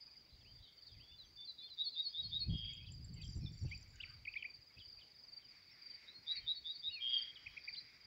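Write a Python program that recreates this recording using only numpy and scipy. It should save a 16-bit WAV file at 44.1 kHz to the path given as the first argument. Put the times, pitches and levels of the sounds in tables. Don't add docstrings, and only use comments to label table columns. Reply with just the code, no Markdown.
import sys
import numpy as np
from scipy import signal
from scipy.io import wavfile
from scipy.ndimage import uniform_filter1d

SR = 44100
rng = np.random.default_rng(int(sys.argv[2]) if len(sys.argv) > 2 else 0)


def persist_wave(psi):
    counts = np.round(np.clip(psi, -1, 1) * 32767).astype(np.int16)
    wavfile.write(sys.argv[1], SR, np.atleast_2d(counts).T)


N = 355446

# (top t/s, climb t/s, top f/Hz, buzz level/dB, top level/dB)
BUNTING_RISES = [(1.614, .045, 4000, -54, -61), (1.814, 0.047, 3830, -44.5, -36),
                 (2.004, 0.064, 3812, -45.5, -36), (2.198, 0.074, 3810, -46.5, -40),
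                 (2.369, 0.065, 3820, -43.5, -38.5), (6.111, 0.05, 3950, -54, -61.5),
                 (6.319, .062, 3870, -44, -36), (6.516, 0.06, 3866, -40, -35.5),
                 (6.709, 0.075, 3846, -46, -43.5), (6.88, 0.063, 3800, -45.5, -39)]
CLIMB_HZ_PER_S = 5700
RISE_ATTACK_S, RISE_ATTACK_DB = .026, -25.5
SURGE_S, TOP_HOLD_S = 0.025, 0.0038
RISE_DROP_S, RISE_DROP_DB = .018, -13
RISE_RELEASE_S, RISE_RELEASE_DB = .034, -18
# (peak t/s, f/Hz, peak level/dB, size of the dip f/Hz)
BUNTING_DIPS = [(1.65, 4250, -56, 93), (1.872, 4450, -41.5, 326), (2.07, 4425, -42.5, 240),
                (2.255, 4410, -46.5, 328), (2.424, 4383, -41.5, 232), (6.165, 4300, -56.5, 60),
                (6.38, 4410, -47.5, 180), (6.575, 4450, -51, 119.6), (6.76, 4450, -55, 149),
                (6.948, 4376, -48, 150)]
# (t/s from peak, share of the dip, level/dB against peak)
DIP_SHAPE = [(-.038, 0.67, -22.5), (-.018, 0.22, -3.5), (0, -0.45, 2.5), (.016, -.25, -3),
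             (.032, 0.56, -14)]
# (start t/s, peak t/s, end t/s, f/Hz, peak level/dB, drift of f/Hz, drift of level/dB)
BUNTING_TRILLS = [(2.49, 2.647, 2.87, 3269, -47.5, 9.2, 0), (6.999, 7.117, 7.32, 3248, -39, 25, 2.3)]
TRILL_ATTACK_S, TRILL_DRIFTS_PER_S = 0.041, 37.6
TRILL_START_DB, TRILL_SWELL_DB, TRILL_FADE_DB = -12, -4, -23
RISE_BUZZ_HZ, TRILL_BUZZ_HZ = 161.8, 119

# (slur t/s, note level/dB, slur level/dB, slur f/Hz)
FAR_ANSWERS = [(.645, -80, -59, 3800), (.9, -83, -64, 3600), (1.206, -63.5, -51.5, 3976),
               (1.496, -54.5, -44, 4040), (1.723, -55.5, -49.5, 4030), (1.94, -54.5, -48.5, 4040)]
# (t/s from slur, f/Hz, level/dB against the note)
ANSWER_NOTE_SHAPE = [(-.128, 3530, -7), (-.105, 3530, -1), (-.055, 3520, 0), (-.036, 3500, -7)]
# (t/s from slur, shift f/Hz, level/dB against the slur)
ANSWER_SLUR_SHAPE = [(-.026, 196.5, -7.5), (0, 1.5, -3.5), (.026, -170, -12.5)]
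# (start t/s, drop level/dB, hook level/dB, shift of hook f/Hz)
NEAR_HOOKS = [(4.25, -43.5, -41, 86), (4.336, -40.5, -40.5, 5), (4.423, -38.5, -41.5, -22)]
# (t/s from start, f/Hz, level/dB against the drop)
DROP_SHAPE = [(0, 3500, -1), (.005, 2530, -5.5), (.012, 1960, -4)]
# (t/s from start, f/Hz before the shift, level/dB against the hook)
HOOK_SHAPE = [(.017, 1780, -7.5), (.03, 2296, -1.5), (.045, 2590, 0.5)]
# (top t/s, top f/Hz, level/dB)
ARCHED_CALLS = [(7.47, 2560, -44), (7.577, 2530, -45), (7.685, 2474, -41.5)]
# (t/s from top, shift f/Hz, level/dB against the call)
ARCH_SHAPE = [(-.014, -670, -8), (-.005, -230, -7.5), (0, 1, 0), (.005, -240, -6.5), (.012, -660, 5)]
# (t/s, f/Hz, level/dB)
SOLO_CALLS = [
    [(3.425, 4050, -60), (3.445, 4630, -74), (3.465, 3530, -55.5), (3.49, 3510, -56)],
    [(3.998, 2444, -46), (4.012, 3030, -46.5), (4.024, 4360, -76), (4.034, 2920, -47), (4.048, 1810, -43.5)],
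    [(6.89, 2420, -62.5), (6.915, 2894, -55.5), (6.95, 2780, -56), (6.975, 2490, -50), (7.0, 2364, -56.5),
     (7.02, 2430, -57.5)],
    [(7.742, 4390, -52), (7.755, 2770, -62.5), (7.77, 4240, -51), (7.78, 4120, -52), (7.8, 4010, -46)],
]
# (start t/s, length t/s, from f/Hz, to f/Hz, bend: under 1 moves early, level/dB)
BIRD_SLIDES = [(.075, 0.023, 2470, 2420, 1.1, -72), (0.151, .018, 2110, 2000, .9, -70),
               (0.403, 0.027, 3820, 2940, 1, -71), (.65, 0.17, 2180, 2120, 1, -82),
               (.67, .02, 3440, 2930, 1.1, -72), (0.779, 0.023, 3160, 3120, 1, -70),
               (1.227, 0.036, 3580, 3080, 1.2, -65.5), (1.617, 0.03, 2260, 2540, 0.38, -72),
               (1.666, 0.034, 3540, 2940, 1.1, -66.5), (1.93, .075, 2860, 2540, .6, -76.5),
               (1.977, 0.058, 2060, 2030, 0.63, -77), (2.054, 0.37, 3310, 3230, 0.97, -68.5),
               (2.408, 0.081, 2650, 2510, 0.48, -69), (2.645, 0.0084, 2060, 2500, 1.1, -61.5),
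               (2.88, 0.025, 2800, 2570, 0.51, -68), (3.403, 0.11, 2590, 2380, 0.52, -74),
               (3.709, 0.039, 1920, 2694, 0.794, -49), (3.824, 0.011, 7000, 5030, 1, -62),
               (3.954, 0.011, 7740, 5360, 1.3, -64.5), (4.699, .025, 2350, 1950, 1.2, -70),
               (5.135, 0.018, 4200, 3270, 1.1, -74), (5.612, 0.04, 3200, 4330, 1.3, -79),
               (5.686, 0.027, 3400, 4200, 1.3, -75), (5.707, 0.032, 5430, 5300, 1.1, -63.5),
               (6.4, 0.078, 3320, 3030, 0.44, -67.5), (7.273, .01, 4300, 3620, 1.1, -63),
               (7.379, .23, 3230, 3270, .9, -69), (7.401, .17, 2960, 2980, .9, -71.5),
               (7.41, 0.018, 4400, 3480, 1.1, -81), (7.645, .015, 3850, 3380, 0.95, -68),
               (8.016, .035, 3230, 3100, .9, -81)]
SLIDE_ENDS_DB = -5.5
# (peak t/s, trail t/s, trail ends at f/Hz, level/dB)
PEAKED_CALLS = [(2.864, 0.038, 2940, -57), (3.227, 0.043, 3070, -55), (3.7, .045, 2930, -65),
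                (4.371, 0.075, 2900, -58), (4.796, 0.042, 2900, -55.5), (5.006, 0.035, 2770, -61),
                (5.414, 0.061, 2830, -69), (5.9, .055, 2900, -71)]
# (t/s from peak, f/Hz, level/dB against the call)
LEAP_SHAPE = [(-.032, 2630, -11), (-.014, 2520, -6.5), (-.006, 3380, -9.5), (0, 4400, -13),
              (.006, 3450, -4), (.012, 3220, -2)]
TRAIL_DB = -10.5
# (start t/s, length t/s, from f/Hz, to f/Hz, level/dB)
BIRD_SWOOPS = [(.444, 0.08, 2010, 3150, -69.5), (0.937, .1, 2890, 1970, -77.5),
               (0.991, 0.095, 2220, 3400, -67.5), (1.106, 0.051, 2280, 2970, -71.5),
               (1.243, 0.042, 5400, 6170, -74), (7.351, 0.037, 4730, 2930, -55)]
SWOOP_SETTLE = .2
SWOOP_END_DB = -7

# (t/s, peak level/dB, middle of the slide f/Hz)
HIGH_TICKS = [(2.7352, -58.5, 7050), (2.9215, -54.5, 7290), (3.047, -55.5, 7380), (3.1415, -57.5, 7400),
              (3.218, -61.5, 7400), (3.2455, -59, 7380), (3.271, -61, 7500), (3.2976, -60.5, 7350),
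              (3.324, -61, 7180), (3.3536, -62, 7350), (3.3654, -62, 7400), (3.3777, -60, 7260),
              (3.5219, -67, 7260), (3.5448, -67, 7100), (3.5783, -67, 7260), (3.592, -63, 7100),
              (3.6202, -71, 7250), (3.6361, -64, 7150), (3.6845, -70, 7300), (3.697, -66, 7270),
              (3.7194, -71, 7340), (3.7499, -70, 7260), (3.7783, -60.5, 7240), (3.8117, -64, 7300),
              (3.8801, -81, 7580), (3.9055, -73, 7400), (4.0253, -76, 7700), (4.1096, -78, 7590)]
LONE_GAP_S = .07
LONE_GLIDE_HZ, RUN_GLIDE_HZ = 600, -400
# (t/s, peak level/dB, f/Hz: each starts 700 below and ends 800 above)
HIGH_FLICKS = [(3.2241, -71, 6030), (3.252, -60, 5800), (3.279, -52, 5700), (3.3049, -56, 5800),
               (3.3326, -56, 5700)]
# (t/s, f/Hz, level/dB)
HIGH_RATTLE = [(3.405, 5340, -69), (3.47, 5330, -65), (3.512, 5330, -68)]
# (t/s, length t/s, lowest starting f/Hz, spread f/Hz, loudest level/dB before the mix)
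CHATTER_BURSTS = [(0.287, 0.044, 3370, 700, -65.5), (0.575, 0.12, 3050, 890, -62.5),
                  (0.849, 0.11, 2940, 1030, -66), (2.629, 0.18, 2110, 614, -63),
                  (3.137, 0.05, 1975, 1020, -62.5), (3.226, 0.16, 5130, 1110, -69),
                  (3.505, 0.28, 5070, 790, -67.5), (3.657, 0.054, 2430, 590, -63),
                  (3.934, 0.17, 1154, 1930, -63), (4.715, 0.045, 1930, 1760, -71),
                  (6.312, 0.061, 1853, 594, -53.5), (3.517, 0.12, 6680, 890, -77.5),
                  (3.873, 0.059, 6850, 700, -77), (3.957, 0.043, 6240, 1000, -82)]
TWITTER_TOP_DB, TWITTER_PER_S = -75, 30

# (first stroke t/s, last stroke t/s, level/dB, starting f/Hz)
CRICKET_CHIRPS = [(0.015, 0.047, -58, 4800), (.12, .163, -53.5, 4880), (0.464, 0.55, -55, 4840),
                  (.773, 0.86, -53.5, 4650), (0.932, 0.998, -56, 4800), (1.353, 1.488, -51, 4730),
                  (1.931, 2.015, -51, 4800), (2.056, 2.093, -52.5, 5000), (2.25, 2.29, -53, 4640),
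                  (2.529, 2.572, -50, 4940), (2.599, 2.683, -50, 4800), (2.898, 2.935, -53.5, 4940),
                  (3.167, 3.208, -50, 4710), (3.241, 3.323, -54, 4830), (3.706, 3.74, -48, 4730),
                  (4.001, 4.13, -53.5, 4770), (4.244, 4.315, -55.5, 4720), (4.452, 4.535, -50.5, 4730),
                  (4.808, 4.963, -53, 4770), (4.839, 4.915, -53.5, 4970), (5.18, 5.228, -53.5, 4850),
                  (5.278, 5.363, -47, 4760), (5.403, 5.48, -54.5, 4880), (5.813, 5.936, -46, 4774),
                  (6.264, 6.354, -45, 4765), (6.662, 6.79, -48, 4780), (7.09, 7.213, -41, 4756),
                  (7.634, 7.771, -45, 4760)]
STROKE_GAP_S, FIRST_STROKE_DB = .044, -7
STROKE_SPREAD_DB, STROKE_SPREAD_HZ = -0.3, 40
# (t/s, level/dB)
FAR_CRICKETS = [(0.0, -59.5), (0.22, -69), (0.81, -66), (1.21, -68), (2.15, -64), (2.51, -66.5),
                (2.76, -64.5), (4.04, -67.5), (5.81, -65.5), (6.02, -68.5), (6.82, -65), (7.5, -66.5),
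                (7.74, -62), (8.06, -67.5)]

# (t/s, level/dB)
GRASS_LEVEL = [(0, -82.5), (1.5, -84.5), (2.75, -79), (3.0, -85), (4.05, -72), (4.55, -79.5), (4.7, -79),
               (5.3, -77), (5.45, -73), (6.05, -65.5), (6.17, -72), (6.35, -64), (6.5, -73.5), (6.85, -76),
               (7.22, -65), (7.35, -69), (7.6, -65), (8.06, -69)]
# (f/Hz, relative level/dB per Hz)
GRASS_COLOUR = [(700, -20.5), (1200, -12.5), (1700, -5.5), (2200, 4), (2500, -1.5), (2900, -16), (3800, -9),
                (5400, -5.5), (6500, -31.5), (8000, -43), (9500, -67.5)]
# (t/s, level/dB)
STEADY_WIND = [(0, -80), (.28, -79), (.45, -62.5), (.62, -62.5), (.67, -84), (.9, -78), (1.38, -72.5),
               (1.43, -85.5), (2.11, -82.5), (2.26, -54.5), (2.65, -52.5), (2.72, -57), (3.02, -52),
               (3.76, -52), (3.84, -60), (4.21, -60), (4.5, -82), (8.06, -80.5)]
# (peak t/s, peak level/dB, how fast it swells and dies in dB per s)
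WIND_BUFFETS = [(0.34, -58.5, 400), (0.972, -55, 200), (1.131, -60.5, 348), (1.25, -66, 180),
                (2.3, -52, 155), (2.505, -35, 299), (2.538, -30, 597), (3.019, -46.5, 203),
                (3.289, -43.5, 203), (3.371, -38, 504), (3.449, -41.5, 208), (3.646, -33, 445),
                (4.59, -66, 299), (4.789, -56.5, 498), (4.878, -61.5, 450), (4.97, -66, 253),
                (6.439, -61, 153), (6.61, -71.5, 105), (6.89, -64.5, 500), (7.09, -65, 454),
                (7.49, -62.5, 160)]
# (f/Hz, relative level/dB per Hz)
HARD_GUST_COLOUR = [(20, -14), (45, -4), (80, 0), (130, 0), (165, -6), (210, -17), (310, -23), (480, -40),
                    (900, -50), (1500, -90)]
# (f/Hz, relative level/dB per Hz)
LIGHT_PUFF_COLOUR = [(12, -48), (20, -10), (49, 5.5), (92, 1.5), (188, -26.5), (250, -17.5), (320, -55.5),
                     (550, -120)]
# (f/Hz, relative level/dB per Hz)
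AIR_COLOUR = [(20, -18.5), (107, -7), (300, -12.5), (825, -18.5), (1570, -21.5), (3950, -19.5),
              (5530, -23.5), (7200, -29), (8180, -37), (13500, -37), (14700, -30.5), (16000, -23.5)]
AIR_DB = -73
BAND_EDGE_HZ = 15750


def bunting():
    out = np.zeros(N)
    for row in BUNTING_RISES:
        add(out, *note(rise(*row), RISE_BUZZ_HZ, depth=0.79, fade=1.6, waver_hz=27.6, rasp=.08))
    for s, hz, db, dip_hz in BUNTING_DIPS:
        course = np.multiply(DIP_SHAPE, [1, dip_hz, 1])
        add(out, *note(placed(course, s, hz, db), RISE_BUZZ_HZ, depth=0.13))
    for row in BUNTING_TRILLS:
        add(out, *note(trill(*row), TRILL_BUZZ_HZ, depth=.42, overtones=(.09, .2), swing=.25,
                       waver_hz=9., flicker_db=1.8, rasp=.19))
    return out


def rise(top, climb, hz, buzz_db, top_db):
    s = np.sort([-climb, RISE_ATTACK_S - climb, -SURGE_S, -TOP_HOLD_S, TOP_HOLD_S, RISE_DROP_S, RISE_RELEASE_S])
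    db = [buzz_db + RISE_ATTACK_DB, buzz_db, buzz_db, top_db, top_db,
          top_db + RISE_DROP_DB, top_db + RISE_RELEASE_DB]
    return np.transpose([top + s, hz + CLIMB_HZ_PER_S * np.minimum(s, 0), db])


def trill(start, peak, end, hz, db, drift_hz, drift_db):
    t = np.arange(start, end, 1 / SR)
    swell = np.interp(t, [start, start + TRILL_ATTACK_S, peak], [TRILL_START_DB, TRILL_SWELL_DB, 0])
    fade = TRILL_FADE_DB * (np.maximum(t - peak, 0) / (end - peak)) ** 1.6
    pitch_drift = drift_hz * wander(len(t), TRILL_DRIFTS_PER_S)
    level_drift = drift_db * wander(len(t), TRILL_DRIFTS_PER_S)
    return np.transpose([t, hz + pitch_drift, db + swell + fade + level_drift])


def small_birds(calls):
    out = np.zeros(N)
    for rows in calls:
        loudest_db = max(row[2] for row in rows)
        far = np.clip((-48 - loudest_db) / 15, 0, 1)
        add(out, *note(rows, depth=0.16, waver_hz=20 + 30 * far, flicker_db=-1.16 + 2.0 * far))
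    return out


def whistles():
    calls = SOLO_CALLS + [slide(*row) for row in BIRD_SLIDES]
    calls += [placed(ARCH_SHAPE, s, hz, db) for s, hz, db in ARCHED_CALLS]
    for s, drop_db, hook_db, hz in NEAR_HOOKS:
        calls += [placed(DROP_SHAPE, s, 0, drop_db), placed(HOOK_SHAPE, s, hz, hook_db)]
    for s, note_db, slur_db, hz in FAR_ANSWERS:
        calls += [placed(ANSWER_NOTE_SHAPE, s, 0, note_db), placed(ANSWER_SLUR_SHAPE, s, hz, slur_db)]
    return calls


def slide(start, length, from_hz, to_hz, bend, db):
    u = np.linspace(0, 1, num=24)
    hz = from_hz + (to_hz - from_hz) * u ** bend
    return np.transpose([start + length * u, hz, db + SLIDE_ENDS_DB * (2 * u - 1) ** 2])


def peaked_calls():
    return [placed(LEAP_SHAPE + [(trail, hz, TRAIL_DB)], s, 0, db) for s, trail, hz, db in PEAKED_CALLS]


def swoop(start, length, from_hz, to_hz, db):
    u = np.linspace(0, 1, num=24)
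    hz = to_hz + (from_hz - to_hz) * np.exp(-u / SWOOP_SETTLE)
    return np.transpose([start + length * u, hz, db + SWOOP_END_DB * u ** 2])


def high_bird():
    out = np.zeros(N)
    gaps = np.diff(np.transpose(HIGH_TICKS)[0], append=np.inf)
    for (s, db, hz), gap in zip(HIGH_TICKS, gaps):
        glide_hz = LONE_GLIDE_HZ if gap > LONE_GAP_S else RUN_GLIDE_HZ
        add(out, s - .003, gain_of(db) * chirp(hz - glide_hz / 2, glide_hz, 0.82, 0.0092))
    for s, db, hz in HIGH_FLICKS:
        add(out, s - .003, gain_of(db) * chirp(hz - 700, 1500, 2.7, 0.0077))
    add(out, *note(HIGH_RATTLE, 97., depth=.95, waver_hz=60., flicker_db=2.5))
    return out


def crickets():
    near, far = np.zeros(N), np.zeros(N)
    chances = rng.standard_normal((len(CRICKET_CHIRPS), 6, 2))
    for (first, last, db, hz), chance in zip(CRICKET_CHIRPS, chances):
        times = np.linspace(first, last, round((last - first) / STROKE_GAP_S) + 1)
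        for k, (s, (louder, higher)) in enumerate(zip(times, chance)):
            level_db = db + FIRST_STROKE_DB * 0.19 ** k + STROKE_SPREAD_DB * louder
            add(near, s, gain_of(level_db) * chirp(hz + STROKE_SPREAD_HZ * higher, -400, 2.8, .027))
    for hz in np.linspace(4620, 5020, num=9):
        strokes_per_s = 20.0 + 3.5 * wander(N, 8)
        clicks = np.diff(np.floor(np.cumsum(strokes_per_s) / SR + rng.random()), prepend=0)
        far += signal.oaconvolve(clicks * gain_of(4.5 * wander(N, 8)), chirp(hz, -370, 2.4, .026))[:N]
    return near + evened(far) * along(FAR_CRICKETS)


def twitter():
    out = np.zeros(N)
    for s, length, low_hz, spread_hz, db in CHATTER_BURSTS:
        for at, pitch, glide, size in rng.random((60, 4))[:round(150 * length)]:
            tone = chirp(low_hz + spread_hz * pitch, 900 * (glide - .4), 0.63, 0.011)
            add(out, s + length * at, gain_of(db + 8 * (size - 1.0)) * tone)
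    for at, pitch, glide, size, length in rng.random((round(TWITTER_PER_S * N / SR), 5)):
        tone = chirp(1900 + 2300 * pitch, 1400 * (glide - .6), 1.6, 0.013 + 0.023 * length)
        add(out, at * N / SR, gain_of(TWITTER_TOP_DB - 39 * size) * tone)
    return out


def grass():
    return noise(GRASS_COLOUR, patchy_db=1.5) * gain_of(1.2 * wander(N, 60)) * along(GRASS_LEVEL)


def wind():
    strength_db = wind_db()
    hard = np.clip((strength_db + 59) / 20, 0, 1)
    blend = np.sqrt(hard) * noise(HARD_GUST_COLOUR, patchy_db=1.5)
    blend += np.sqrt(1 - hard) * noise(LIGHT_PUFF_COLOUR, patchy_db=1.6)
    steady = blend / np.sqrt(uniform_filter1d(blend ** 2, size=1200) + 0.09)
    push = evened(steady * gain_of(1.6 * wander(N, 50))) * gain_of(strength_db)
    high_pass = signal.butter(2, 220, "high", fs=SR, output="sos")
    overdrive = signal.sosfilt(high_pass, push * abs(push))
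    return push + overdrive


def wind_db():
    t = np.arange(N) / SR
    level = np.interp(t, *np.transpose(STEADY_WIND))
    for s, db, slope in WIND_BUFFETS:
        level = np.maximum(level, db - slope * abs(t - s))
    return level


def air():
    return gain_of(AIR_DB) * noise(AIR_COLOUR, patchy_db=1.97)


def meadow(x, t60):
    t = np.arange(int(.6 * SR)) / SR
    tail = rng.standard_normal(len(t)) * gain_of(-60 * t / t60) * (t > .004)
    return signal.oaconvolve(x, tail / np.linalg.norm(tail))[:N]


def note(rows, buzz_hz=100., depth=0., fade=0., overtones=(0., 0.), swing=0., waver_hz=12.,
         flicker_db=1., rasp=.04):
    s, hz, db = np.transpose(rows)
    t = np.arange(s[0], s[-1], 1 / SR)
    length = s[-1] - s[0]
    turns = np.cumsum(np.interp(t, s, hz) + waver_hz * wander(len(t), 190)) / SR
    beat = 2 * np.pi * (np.cumsum(buzz_hz * (1 + .03 * wander(len(t), 40))) / SR + rng.random())
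    strength = np.clip(1 - fade * ((t - s[0]) / length) ** 2, 0, 1)
    throb_wave = depth * np.cos(beat) + overtones[0] * np.cos(2 * beat) + overtones[1] * np.cos(3 * beat)
    throb = 1 + strength * throb_wave
    throb += rasp * wander(len(t), 900)
    edges = signal.windows.tukey(len(t), np.clip(0.019 / length, 0, 1))
    level = gain_of(np.interp(t, s, db) + flicker_db * wander(len(t), 170))
    tone = np.sin(2 * np.pi * turns - swing * np.sin(beat))
    return s[0], np.sqrt(2) * level * throb * edges * tone


def chirp(hz, glide_hz, bend, length):
    u = np.linspace(0, 1, int(length * SR))
    return np.sin(np.pi * u) * np.sin(2 * np.pi * np.cumsum(hz + glide_hz * u ** bend) / SR)


def noise(colour, patchy_db):
    frames, hz = N // 256 + 5, np.fft.rfftfreq(1024, 1 / SR)
    real, imaginary, patches = rng.standard_normal((frames, 513, 3)).T
    patches = uniform_filter1d(patches, size=12, axis=0)
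    patches = evened(uniform_filter1d(patches, size=10, axis=1))
    f, db = np.transpose(colour)
    colour_db = np.interp(np.log(hz + 1), np.log(f), db)[:, None]
    spectra = (real + 1j * imaginary) * gain_of(colour_db + patchy_db * patches)
    return evened(signal.istft(spectra, nperseg=1024, noverlap=768)[1][:N])


def wander(count, hz):
    width = int(SR / hz)
    return evened(uniform_filter1d(uniform_filter1d(rng.standard_normal(count), width), width))


def placed(shape, s, hz, db):
    return np.array(shape) + [s, hz, db]


def along(curve):
    return gain_of(np.interp(np.arange(N) / SR, *np.transpose(curve)))


def add(mix, s, sound):
    part = mix[round(s * SR):][:len(sound)]
    part += sound[:len(part)]


def evened(x):
    return x / np.sqrt(np.mean(x ** 2) + 1e-20)


def gain_of(db):
    return 10 ** (np.asarray(db) / 20)


def scene():
    singer = bunting()
    mix = singer + gain_of(-14) * meadow(singer, t60=.4)
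    others = small_birds(whistles())
    mix += others + gain_of(-13) * meadow(others, t60=.33)
    peaked = small_birds(peaked_calls() + [swoop(*row) for row in BIRD_SWOOPS])
    mix += peaked + gain_of(-7.5) * meadow(peaked, t60=0.26)
    high = high_bird()
    mix += high + gain_of(-12) * meadow(high, t60=.15)
    insects = crickets()
    mix += insects + gain_of(-8) * meadow(insects, t60=.2)
    far = twitter()
    mix += gain_of(-3.5) * far + gain_of(-0.5) * meadow(far, t60=0.24)
    return (mix + grass() + wind() + air())[None]


def record(dry):
    thin = signal.sosfilt(signal.butter(2, 42, "high", fs=SR, output="sos"), dry)
    band_limit = signal.firwin(1023, BAND_EDGE_HZ, window=("kaiser", 9), fs=SR)
    return signal.oaconvolve(thin, band_limit[None], "same")


dry = scene()
out = record(dry)
persist_wave(out)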